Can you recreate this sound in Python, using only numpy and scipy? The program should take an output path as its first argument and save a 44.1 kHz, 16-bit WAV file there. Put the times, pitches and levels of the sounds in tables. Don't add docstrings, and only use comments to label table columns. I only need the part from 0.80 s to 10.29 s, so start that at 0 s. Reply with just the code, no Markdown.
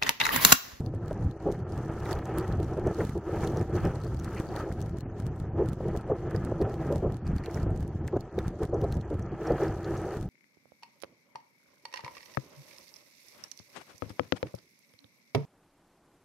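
import sys
import numpy as np
from scipy import signal
from scipy.fft import rfft, irfft, next_fast_len
from scipy.io import wavfile
from scipy.ndimage import uniform_filter1d

SR = 44100
rng = np.random.default_rng(int(sys.argv[2]) if len(sys.argv) > 2 else 0)


def natural_amplitude(level_db):
    exponent = np.asarray(level_db, float) / 20
    return 10 ** exponent


def unload_audio(sound):
    columns = np.transpose(np.atleast_2d(sound))
    steps = np.round(np.clip(columns, -1, 1) * 32767)
    wavfile.write(sys.argv[1], SR, steps.astype(np.int16))


N = 418509
STRIKE_S = np.arange(-900, 900) / SR


def unit(x):
    return x / np.sqrt(np.mean(x ** 2))


def colour(x, shape):
    size = next_fast_len(x.shape[-1])
    hz, db = np.transpose(shape)
    f = np.maximum(np.arange(size // 2 + 1) * SR / size, 1)
    gain = natural_amplitude(np.interp(np.log(f), np.log(hz), db, left=-99, right=-99))
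    return unit(irfft(rfft(x, size) * gain, size)[..., :x.shape[-1]])


def walk(rate_hz):
    k = int(SR / rate_hz)
    steps = np.repeat(rng.standard_normal(N // k + 1), k)
    return unit(uniform_filter1d(uniform_filter1d(steps, k), k)[:N])


def curves(table):
    s, *columns = np.transpose(table)
    return [np.interp(np.arange(N) / SR, s, c) for c in columns]


def bumps(rows):
    s, height, half = np.transpose(rows)[:, :, None]
    t = np.arange(0, N + 256, 256) / SR
    change_db = (height * np.maximum(1 - abs(t - s) / abs(half), 0)).sum(axis=0)
    return np.interp(np.arange(N) / SR, t, change_db)


def patchy(shape, shared_db, own_db, rate_hz, count):
    size = next_fast_len(N)
    whole = rfft(colour(rng.standard_normal(size), shape))
    edges = np.log(np.array([shape[1][0], shape[-2][0]]) * size / SR)
    place = np.interp(np.log(np.arange(len(whole)) + 1), edges, [0, count - 1])
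    total = 0
    for k in range(count):
        band = irfft(whole * np.maximum(1 - abs(place - k), 0), size)[:N]
        total = total + band * natural_amplitude(own_db * walk(rate_hz))
    return unit(natural_amplitude(shared_db) * total)


def add(track, s, grain):
    i = max(int(s * SR), 0)
    grain = grain[..., i - int(s * SR):]
    track[..., i:i + grain.shape[-1]] += grain[..., :N - i]


def burst(shape, length_s, lean=.65, edge=0.93):
    x = np.linspace(0, 1, int(np.clip(length_s, .004, .09) * SR))
    noise = colour(rng.standard_normal(4096), shape)[:len(x)]
    return unit(noise * abs(np.sin(np.pi * x ** lean)) ** edge)


def strike(db, pan_db, shape, fade_s, sharp=0):
    t = STRIKE_S
    source = rng.standard_normal((2, len(t)))
    source[1] = source[0] * natural_amplitude(-abs(pan_db)) + source[1] * np.sqrt(1 - natural_amplitude(-2 * abs(pan_db)))
    noise = colour(source, shape)
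    crack = colour(1. * (t == 0), shape)
    click = (noise * (t > 0) + sharp * crack) * np.exp(-abs(t) / fade_s)
    click = click / abs(click).max(axis=1, keepdims=True)
    click = click + natural_amplitude(-26.0) * noise * np.hanning(len(t))
    return natural_amplitude(db + np.array([[pan_db], [-pan_db]]) / 2) * click


def flutter(hz):
    return [(290, -9), (.85 * hz + 40, -3), (hz + 45, 0), (1.3 * hz + 90, -9), (2.2 * hz, -19), (4 * hz, -35)]


# frequency in Hz, level in dB per Hz.
TYRE_ROAR = [(530, -4), (900, 2.5), (1080, -4), (1290, 4), (1450, -3), (1760, -3), (1980, -10),
             (3300, -22.5), (4290, -59), (7260, -120)]
# time in seconds, change in dB, half length in seconds.
ROAR_CHANGES = [
    (1.14, 2.5, 0.11),
    (2.7, -8, 0.035),
    (3.83, -2, 0.032),
    (5.0, 2, .07),
    (6.19, -5, 0.068),
    (6.61, 7, 0.11),
    (7.38, 6, 0.028),
    (7.66, 8, 0.044),
    (8.0, -4.5, 0.14),
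]


def tyres(wind_db, eddy):
    roar = patchy(TYRE_ROAR, 0.88 * eddy + 2.1 * walk(90), own_db=1.5, rate_hz=18, count=5)
    return natural_amplitude(-54.5 + wind_db + bumps(ROAR_CHANGES)) * roar


# start in seconds, peak in dB, ring in Hz.
MORE_KNOCKS = [(0.7485, -46, 1700), (1.1224, -48, 1500), (1.714, -41, 1710), (2.291, -47, 1980),
               (3.7663, -37, 1680), (3.9138, -41, 1640), (5.151, -43.5, 1550), (5.307, -44, 1530),
               (5.546, -37, 1630), (6.047, -47, 1590), (6.1235, -51, 1500), (6.4676, -47, 1890),
               (6.582, -48, 1850), (6.661, -44, 2280), (6.695, -41, 1720), (6.7703, -37, 1740),
               (8.0387, -50.5, 1720), (8.85, -34, 1510), (9.237, -45, 1550), (9.339, -40, 1670)]


def more_knocks():
    out = np.zeros((2, N))
    for s, db, hz in MORE_KNOCKS:
        add(out, s, natural_amplitude(db - 8) * burst([(0.35 * hz, -15), (hz, 0), (1.4 * hz, -12)], 0.009))
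    return out


# start in seconds, peak in dB, ring in Hz, length in seconds.
KNOCKS = [(1.257, -42, 1840, 0.015), (1.316, -39, 1560, 0.012), (2.207, -34.5, 1670, 0.0089),
          (2.635, -40, 1710, 0.014), (3.564, -44, 2350, 0.037), (5.515, -38, 1560, 0.0031),
          (5.82, -49, 1880, 0.012), (6.637, -48.5, 2120, 0.026), (7.284, -37, 1860, 0.0035),
          (7.59, -37, 1740, 0.0048), (7.838, -48, 1710, 0.01)]


def knocks():
    out = np.zeros((2, N))
    for s, db, hz, length_s in KNOCKS:
        add(out, s - .002, natural_amplitude(db - 5.5) * burst([(0.52 * hz, -15), (hz, 0), (1.36 * hz, -12)], length_s))
    return out


# frequency in Hz, level in dB per Hz.
TREBLE = [(1760, -23), (3000, 1), (3290, -2), (5630, -4.5), (6480, -3), (8640, -11.5), (12600, -10.5),
          (15100, -16), (16000, -9)]
# time in seconds, change in dB, half length in seconds.
HUSHES = [(.05, -4, 0.097), (.19, -7, 0.093), (.46, -5, 0.03), (.85, -5, .05), (2.02, -3, 0.056),
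          (4.24, -9, .06), (4.34, -7.5, .05), (4.71, -8.5, 0.062), (4.82, 3.5, 0.064), (5.24, -3.5, 0.043),
          (5.89, 5, 0.072), (6.4, -3, .05), (6.89, -3.5, 0.056), (7.21, -5, 0.036), (2.4, -2, 0.045),
          (8.49, -2.5, 0.18), (8.73, -5, 0.042)]


def chatter(wind_db, bright_db, lean_db):
    bright_db = bright_db + bumps(HUSHES)
    left_db = -67.5 + 0.75 * wind_db + bright_db + lean_db / 2
    right_db = -71.5 + 0.95 * wind_db + bright_db - lean_db / 2
    out = []
    for db in (left_db, right_db):
        shake_db = 2.5 * walk(25)
        grit = 0
        for hz, spread in ((4450, 1.08), (6100, 1.2), (6500, 2.1)):
            chance = rng.random((2, N))
            hits = chance[0] < 55 / SR * natural_amplitude(.25 * (db + 66))
            clicks = hits * natural_amplitude(-2.3 * np.log(chance[1] + .12))
            tail = rng.standard_normal(N) * signal.lfilter([1], [1, -.93], clicks)
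            ring = [(.45 * hz, -20), (hz / spread, -11), (hz, 0), (hz * spread, -12), (16000, -23)]
            grit = grit + colour(tail, ring)
        hiss = patchy(TREBLE, shake_db, own_db=.8, rate_hz=16, count=4)
        out.append((natural_amplitude(db) + natural_amplitude(-90.0)) * (natural_amplitude(-1.5) * hiss + natural_amplitude(-3.5) * unit(grit)))
    return np.array(out)


# frequency in Hz, level in dB per Hz.
CRACK = [(300, 24.5), (1500, -0.5), (3300, 0), (8000, -2), (16000, -11)]
# start in seconds, peak in dB, left minus right in dB, ring in Hz.
RATTLES = [(0.9226, -47, 3, 4830), (1.197, -52, -12, 4200), (1.256, -42, -7, 3820), (1.266, -49, -4, 3570),
           (1.3171, -32.5, -4.5, 6550), (1.3518, -51, -16, 6200), (1.5979, -41, 3, 4640),
           (1.61, -49, -14, 4600), (1.8353, -51, -12, 4350), (1.8453, -47, -4, 5730),
           (1.9365, -48.5, 1, 5600), (2.1466, -43.5, 3, 4570), (2.249, -47, -7, 3940),
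           (2.6475, -39, -6, 5950), (2.7952, -45, -4.5, 5170), (2.8284, -48, -3, 6370),
           (3.0038, -52, 9, 4220), (3.0723, -48, 11, 5300), (3.1511, -52, 7, 6240), (3.157, -49, 18, 4260),
           (3.2371, -47, 14, 4350), (3.2784, -54.5, 17.5, 4400), (3.371, -52.5, 14, 4700),
           (3.3922, -48, -4, 5730), (3.7912, -45, -2, 4700), (4.0058, -47, 7, 4230),
           (4.1713, -54, 18, 4280), (4.561, -57, 17, 7840), (4.8963, -54, -14, 4190),
           (5.1643, -52, 23, 5300), (5.815, -41, 5, 4440), (5.8966, -50, 3, 4900), (6.4683, -44, 1, 4550),
           (6.5827, -44, 6, 4500), (6.6384, -48.5, -4, 4610), (6.6453, -52, 15, 6420),
           (6.7121, -45.5, 4, 5360), (6.7716, -50, -2, 6370), (6.8307, -47, -14, 4340),
           (6.9754, -54, -19, 6200), (7.3697, -53, -16, 6740), (7.944, -48, -2, 6200),
           (8.042, -46, -9, 4100), (8.1423, -48, 3, 6200), (8.1522, -51.5, -11, 5250),
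           (9.1683, -46, -1, 5250), (9.217, -48, 6, 8790)]


def rattles():
    out = np.zeros((2, N))
    for s, db, pan_db, hz in RATTLES:
        shape = [(0.85 * hz, -20), (hz, 0), (1.2 * hz, -20)]
        ring = strike(db - 2 - 0.25 * abs(pan_db), pan_db, shape, 0.0013)
        crack = strike(db + 1 + 0.18 * abs(pan_db), pan_db, CRACK[1:], 0.00028)
        add(out, s + STRIKE_S[0], ring + crack)
    return out


# start in seconds, peak in dB, left minus right in dB.
HAIRS = [(0.1496, -50, 19), (0.4456, -52, 20), (1.122, -47, -3), (1.4301, -54, -2.0), (6.7564, -41, -1.0),
         (8.7789, -58, 2), (8.9376, -63, 1.0), (9.109, -45, 7), (0.7922, -46, 2), (0.9618, -52, -1),
         (1.0576, -50, 3), (2.5612, -40, -2), (2.6091, -50, 1), (2.7213, -45, 0), (6.089, -52, -2),
         (9.144, -47, 6), (9.456, -49, 14)]


def hairs():
    out = np.zeros((2, N))
    for s, db, pan_db in HAIRS:
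        add(out, s + STRIKE_S[0], strike(db + 0.5, pan_db, CRACK[1:], 0.0003, sharp=.15))
    return out


# start in seconds, peak in dB, ring in Hz.
JINGLES = [(2.673, -45, 5900), (2.639, -42, 6450), (3.2156, -49, 4580), (3.247, -54, 4380),
           (3.2674, -49, 4680), (3.4443, -46, 4500), (3.578, -47, 4430), (3.6885, -46, 4500),
           (3.7944, -51, 4700), (8.4233, -50.5, 6060), (8.6705, -42.5, 5500), (8.8333, -47, 5700),
           (8.88, -48, 5160), (9.0448, -39.5, 4250), (9.176, -43, 6100), (9.2668, -51, 6030)]


def jingles():
    out = np.zeros((2, N))
    for s, db, hz in JINGLES:
        shape = [(0.7 * hz, -25), (hz, 0), (1.16 * hz, -13), (1.8 * hz, -22)]
        add(out, s + STRIKE_S[0], strike(db - 0.5, 0, shape, 0.0036))
    return out


# start in seconds, peak in dB, left minus right in dB.
SNAPS = [(1.585, -33, -11.5), (3.446, -36.5, 5.5), (4.0165, -41, 9), (5.65, -44.5, -11), (5.8228, -43, 4),
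         (7.2783, -39, 6), (8.343, -51, -13), (1.354, -52, -8), (1.802, -50, -20), (5.942, -45, -4),
         (6.369, -51, -17), (6.9059, -59, -16), (7.0785, -54.5, -19)]


def snaps():
    out = np.zeros((2, N))
    for s, db, pan_db in SNAPS:
        add(out, s + STRIKE_S[0], strike(db + 10.5, pan_db, CRACK, 0.0001))
    return out


# start in seconds, peak in dB, left minus right in dB, ring in Hz.
TICKS = [(0.062, -47, 22, 4440), (0.2814, -47.5, -22, 4320), (0.5117, -47.5, 9, 4160),
         (0.717, -39.5, 4, 6270), (1.2034, -45, 1, 5760), (1.311, -34, 9, 5370), (1.329, -36, -23, 4600),
         (1.3897, -43, 1, 4460), (1.4553, -40.5, -2, 6280), (1.679, -40.5, 4, 6060),
         (1.7244, -44, -11, 4100), (2.072, -40, 0, 6100), (2.6745, -33, 1, 4150), (2.772, -37, 0, 5770),
         (3.0522, -36.5, -5, 5560), (3.3978, -39.5, -1, 6110), (3.763, -34, 6, 4370), (4.025, -42, 3, 6300),
         (4.207, -46, 24, 4220), (5.562, -45, -26, 4970), (6.344, -54, -27, 4420), (6.66, -37, -7, 4230),
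         (6.745, -42, -18, 5600), (6.8, -49, -12, 4300), (7.408, -48, -27.5, 4350),
         (7.589, -34, -3.5, 3530), (8.0153, -38.5, -1.5, 6000), (8.124, -34, 0, 4200),
         (8.212, -44.5, -3, 4180), (8.7205, -42, 14, 4560)]


def ticks():
    out = np.zeros((2, N))
    for s, db, pan_db, hz in TICKS:
        ring = strike(db - 5.0, pan_db, [(0.9 * hz, -20), (hz, 0), (1.1 * hz, -20)], 0.00096)
        add(out, s + STRIKE_S[0], ring + strike(db - 2.5, pan_db, TREBLE, 0.001))
    return out


# start in seconds, peak in dB.
LEFT_CRACKS = [(0.0057, -39.5), (0.26, -45), (0.33, -40), (1.9747, -42.5), (1.9975, -42), (3.203, -47),
               (3.247, -40), (3.3466, -38.5), (3.6005, -32.5), (3.7994, -39), (3.9252, -36), (4.0618, -42),
               (4.095, -43), (4.186, -39), (4.4011, -36), (4.4233, -46), (4.4667, -35), (4.601, -39),
               (5.0844, -40), (5.174, -34), (5.2115, -43.5), (6.069, -44), (7.0284, -41), (9.3706, -37.5),
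               (9.4118, -39), (9.4284, -38)]
# start in seconds, peak in dB.
RIGHT_CRACKS = [(0.7238, -35), (0.8945, -46), (0.978, -38), (1.138, -46), (1.256, -55), (1.8303, -36),
                (2.2513, -33.5), (2.2703, -41), (2.295, -35), (2.378, -41), (2.813, -36.5), (4.86, -40.5),
                (4.888, -34), (4.9328, -36), (5.51, -40), (6.1253, -33), (6.1593, -32.5), (6.1815, -40),
                (6.3232, -39.5), (6.477, -39), (6.5642, -36), (6.833, -51), (6.9623, -41), (7.0068, -39.5),
                (7.6814, -33), (7.8336, -32.5), (7.853, -37), (8.17, -40), (8.3033, -43.5), (8.395, -41.5)]


def port_cracks():
    out, t = np.zeros((2, N)), STRIKE_S
    shadow_db, shove_db = 20, 14.5
    shove = np.exp(-(t / .0012) ** 2) - .4 * np.exp(-((t - .003) / .003) ** 2)
    for cracks, pan_db in ((LEFT_CRACKS, shadow_db), (RIGHT_CRACKS, -shadow_db)):
        for s, db in cracks:
            crack = strike(db + 10.0 - shadow_db / 2, pan_db, CRACK, 0.0007, sharp=.8)
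            add(out, s + t[0], crack + natural_amplitude(db + shove_db) * shove)
    return out


# start in seconds, peak in dB.
PUFFS = [
    (0.137, -29.5),
    (1.493, -24),
    (2.109, -23),
    (2.493, -25),
    (3.835, -26),
    (5.004, -26.5),
    (5.284, -29),
    (6.157, -23.5),
    (6.008, -29),
]


def puffs():
    out = np.zeros((2, N))
    for s, db in PUFFS:
        add(out, s, natural_amplitude(db - 10.0) * burst(flutter(380), 0.012, lean=.5))
    return out


# frequency in Hz, level in dB per Hz.
RUMBLE = [(8.8, -23), (15, -13), (92, 1.5), (138, 0), (242, -11), (282, -12.5), (300, -14), (390, -57),
          (660, -120)]
# start in seconds, peak in dB, centre in Hz, length in seconds.
GUSTS = [(0.313, -22.5, 386, 0.013), (0.659, -19, 344, 0.056), (1.794, -24.5, 330, 0.031),
         (1.969, -25.5, 346, 0.048), (2.066, -18.5, 354, 0.023), (2.181, -22, 370, 0.069),
         (2.352, -23, 330, 0.035), (2.76, -26, 400, 0.031), (2.936, -22, 310, 0.054),
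         (4.789, -18.5, 347, 0.058), (5.053, -26, 348, 0.026), (5.147, -24.5, 360, 0.024),
         (5.298, -17.5, 388, 0.04), (5.549, -23.5, 360, 0.018), (5.718, -20.5, 338, 0.014),
         (5.805, -17.5, 330, 0.032), (5.861, -25, 350, 0.029), (6.103, -22, 373, 0.049),
         (6.225, -21, 351, 0.063), (6.681, -24.5, 356, 0.013), (6.863, -24.5, 308, 0.018),
         (7.329, -22, 340, 0.048), (7.365, -18, 383, 0.013), (7.579, -20.5, 356, 0.023),
         (7.805, -22.5, 348, 0.054), (7.928, -21, 380, 0.047), (8.035, -20, 337, 0.026),
         (8.302, -25.5, 304, 0.058), (8.704, -15, 304, 0.03)]


def gusts():
    out = np.zeros(N)
    for s, db, hz, length_s in GUSTS:
        add(out, s - .003, natural_amplitude(db - 8.0) * burst(flutter(hz), length_s, lean=.75, edge=.65))
        add(out, s - .003, natural_amplitude(db - 17.0) * burst(RUMBLE, length_s + 0.014))
    return out


# frequency in Hz, level in dB per Hz.
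BUFFET = [(170, -34), (285, -20), (323, 3.5), (386, -2.5), (633, -12.5), (794, -11), (891, -21.5),
          (1000, -20.5), (1300, -35), (2200, -120)]
# time in seconds, change in dB, half length in seconds.
EDDIES = [(0.47, 7.5, 0.12), (0.55, -18, 0.061), (0.97, 8, 0.12), (1.6, 3.5, 0.058), (2.05, 7, 0.24),
          (2.14, -14, 0.041), (2.21, 1.5, 0.066), (2.36, 8.5, 0.047), (2.44, -13.5, 0.11), (2.63, 8, 0.082),
          (3.6, -6, 0.6), (4.82, -1, 0.096), (5.33, -7, 0.085), (5.54, 4.5, 0.18), (5.83, 11, 0.078),
          (6.2, -5, 0.031), (6.26, 5.5, 0.056), (6.4, -14.5, 0.046), (6.5, 6, 0.051), (6.69, -15, 0.055),
          (6.85, 3.5, 0.39), (7.5, -14.5, 0.085), (7.58, 7, 0.047), (7.86, -9, 0.19), (8.0, 5, 0.45),
          (8.56, -7.5, 0.22), (8.96, 2.5, 0.26), (9.33, -4, 0.17), (.2, -11, 0.037), (1.15, 3.5, 0.074),
          (1.85, 4.5, 0.057), (3.06, 0, 0.076), (4.83, -8, 0.068), (5.44, 1.5, 0.031), (6.0, 5.5, 0.11),
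          (7.04, 4.5, 0.14), (8.27, -5, 0.039), (8.33, -8, 0.13)]
# time in seconds, change in dB, half length in seconds.
FLURRIES = [(.8, -4, 0.056), (1.21, -6.5, 0.034), (1.5, 2, 0.03), (2.485, -4, 0.022), (3.78, 7.5, 0.031),
            (3.88, 7.5, 0.05), (4.25, -3, 0.088), (5.68, 4.5, 0.053), (6.33, 4.5, 0.064), (6.49, -6, 0.15),
            (5.88, 4, 0.078), (3.05, -2.5, 0.053)]


def wind(wind_db, bright_db):
    rumble_db = -33 + bumps(EDDIES)
    buffet_db = -42.5 + bumps(FLURRIES) + 0.8 * wind_db - 0.71 * bright_db
    eddy, flap, chance = walk(14), walk(45), rng.random((2, N))
    pops = (chance[0] < 40 / SR) * natural_amplitude(5.0 * chance[1])
    rumble = patchy(RUMBLE, 3.36 * eddy + 2.0 * flap, own_db=2.1, rate_hz=8.3, count=3)
    rumble = rumble + natural_amplitude(-6.5) * colour(pops, RUMBLE)
    buffet = patchy(BUFFET, 0.34 * eddy + 2.26 * flap, own_db=1.5, rate_hz=30, count=3)
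    buffet = buffet + natural_amplitude(-10.5) * colour(pops, BUFFET)
    return natural_amplitude(rumble_db - 1.5) * rumble + natural_amplitude(buffet_db - 0.5) * buffet, eddy + 0.81 * flap


# time in seconds, strength in dB, lean to the left port in dB.
HEADWIND = [(0.0, -7, 10), (0.54, -4, 1), (0.97, 5, -3), (1.9, 4, -2), (2.41, -1, -1), (2.8, 3, -5),
            (3.3, 2, 1.5), (3.9, -2, 1), (4.25, -2.5, -1), (4.9, -2, 0), (5.7, 4, -2.5), (6.4, -5.5, 0.5),
            (6.9, 0, -8), (7.45, -3.5, 0), (8.45, -1, -5.5), (8.95, 8, -1), (9.34, 10, 0), (9.49, -9, 10)]
# time in seconds, rise in dB, half length in seconds, extra brightness in dB.
SWELLS = [(0.334, 6.5, 0.28, -2), (0.673, 6.5, 0.094, -2.5), (1.298, 10.5, 0.086, 1.5),
          (1.596, 7.5, 0.16, -3.5), (2.09, 3.5, 0.24, -3.5), (2.225, 7, 0.19, 6.5), (2.634, 13, 0.22, 2),
          (2.956, 0, 0.03, 12.5), (3.048, 9.5, 0.18, -2), (3.56, 8.5, 0.16, 4), (3.799, 12, 0.15, 2),
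          (4.036, 5, 0.088, -0.5), (4.156, 1.5, 0.022, -6), (4.385, 5, 0.052, -0.5),
          (4.81, 4.5, 0.11, -6.5), (5.092, 5.5, 0.12, -1), (5.333, 0, 0.047, -7), (5.522, 4, 0.15, -3),
          (5.855, 3, 0.13, -5.5), (6.082, 8.5, 0.23, -2), (6.3, 8.5, 0.03, -3), (6.502, 9, 0.083, -1.5),
          (6.744, 8.5, 0.11, 2.5), (7.326, 2.5, 0.1, -3.5), (7.606, 5.5, 0.14, 0), (7.825, 9.5, 0.062, 0.5),
          (7.977, 8.5, 0.1, -4), (8.087, 6.5, 0.11, -2.5), (8.683, 10.5, 0.15, -2),
          (8.833, 11.5, 0.056, -0.5)]


def scene():
    steady_db, lean_db = curves(HEADWIND)
    swells = np.array(SWELLS)
    wind_db = steady_db + bumps(swells[:, :3])
    bright_db = bumps(swells[:, [0, 3, 2]])
    blow, eddy = wind(wind_db, bright_db)
    centre = blow + gusts() + tyres(wind_db, eddy)
    road = more_knocks() + knocks()
    parts = rattles() + hairs() + jingles() + snaps() + ticks()
    return centre + chatter(wind_db, bright_db, lean_db) + road + parts + port_cracks() + puffs()


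# frequency in Hz, level in dB per bin.
GATE_DB = [(3000, -97), (8000, -100), (16000, -101)]


def gate(x):
    hz, _, z = signal.stft(x, SR, nperseg=2048, window="cosine")
    power = (abs(z[:, :1024]) ** 2).reshape(2, 64, 16, -1).mean(axis=2)
    power = (power * natural_amplitude(4.5 * rng.standard_normal(power.shape))).repeat(16, axis=1)
    limit = natural_amplitude(np.interp(hz[:1024], *np.transpose(GATE_DB), left=-200))[:, None]
    z[:, :1024] *= power > limit ** 2
    z[:, hz > 15950] = 0
    return signal.istft(z, SR, nperseg=2048, window="cosine")[1][:, :N]


def band_limit(x):
    return signal.sosfilt(signal.butter(12, 16470, fs=SR, output="sos"), x)


# start in seconds, level in dB.
SLIPS = [
    (3.012, -45),
    (3.672, -51),
    (8.522, -52),
]
# frequency in Hz, level in dB per Hz.
SLIP = [(30, -22), (140, 2), (250, -12), (700, -30), (3000, -38)]


def record(dry):
    mid, side = (dry[0] + dry[1]) / 2, (dry[0] - dry[1]) / 2
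    size = next_fast_len(N)
    hz = np.arange(size // 2 + 1) * SR / size
    side = irfft(rfft(side, size) * np.where(hz > 3090, 1, natural_amplitude(-31.0)), size)[:N]
    for s, db in SLIPS:
        add(side, s, natural_amplitude(db) * burst(SLIP, 0.047))
    return band_limit(gate(np.array([mid + side, mid - side])))


dry = scene()
out = record(dry)
unload_audio(out)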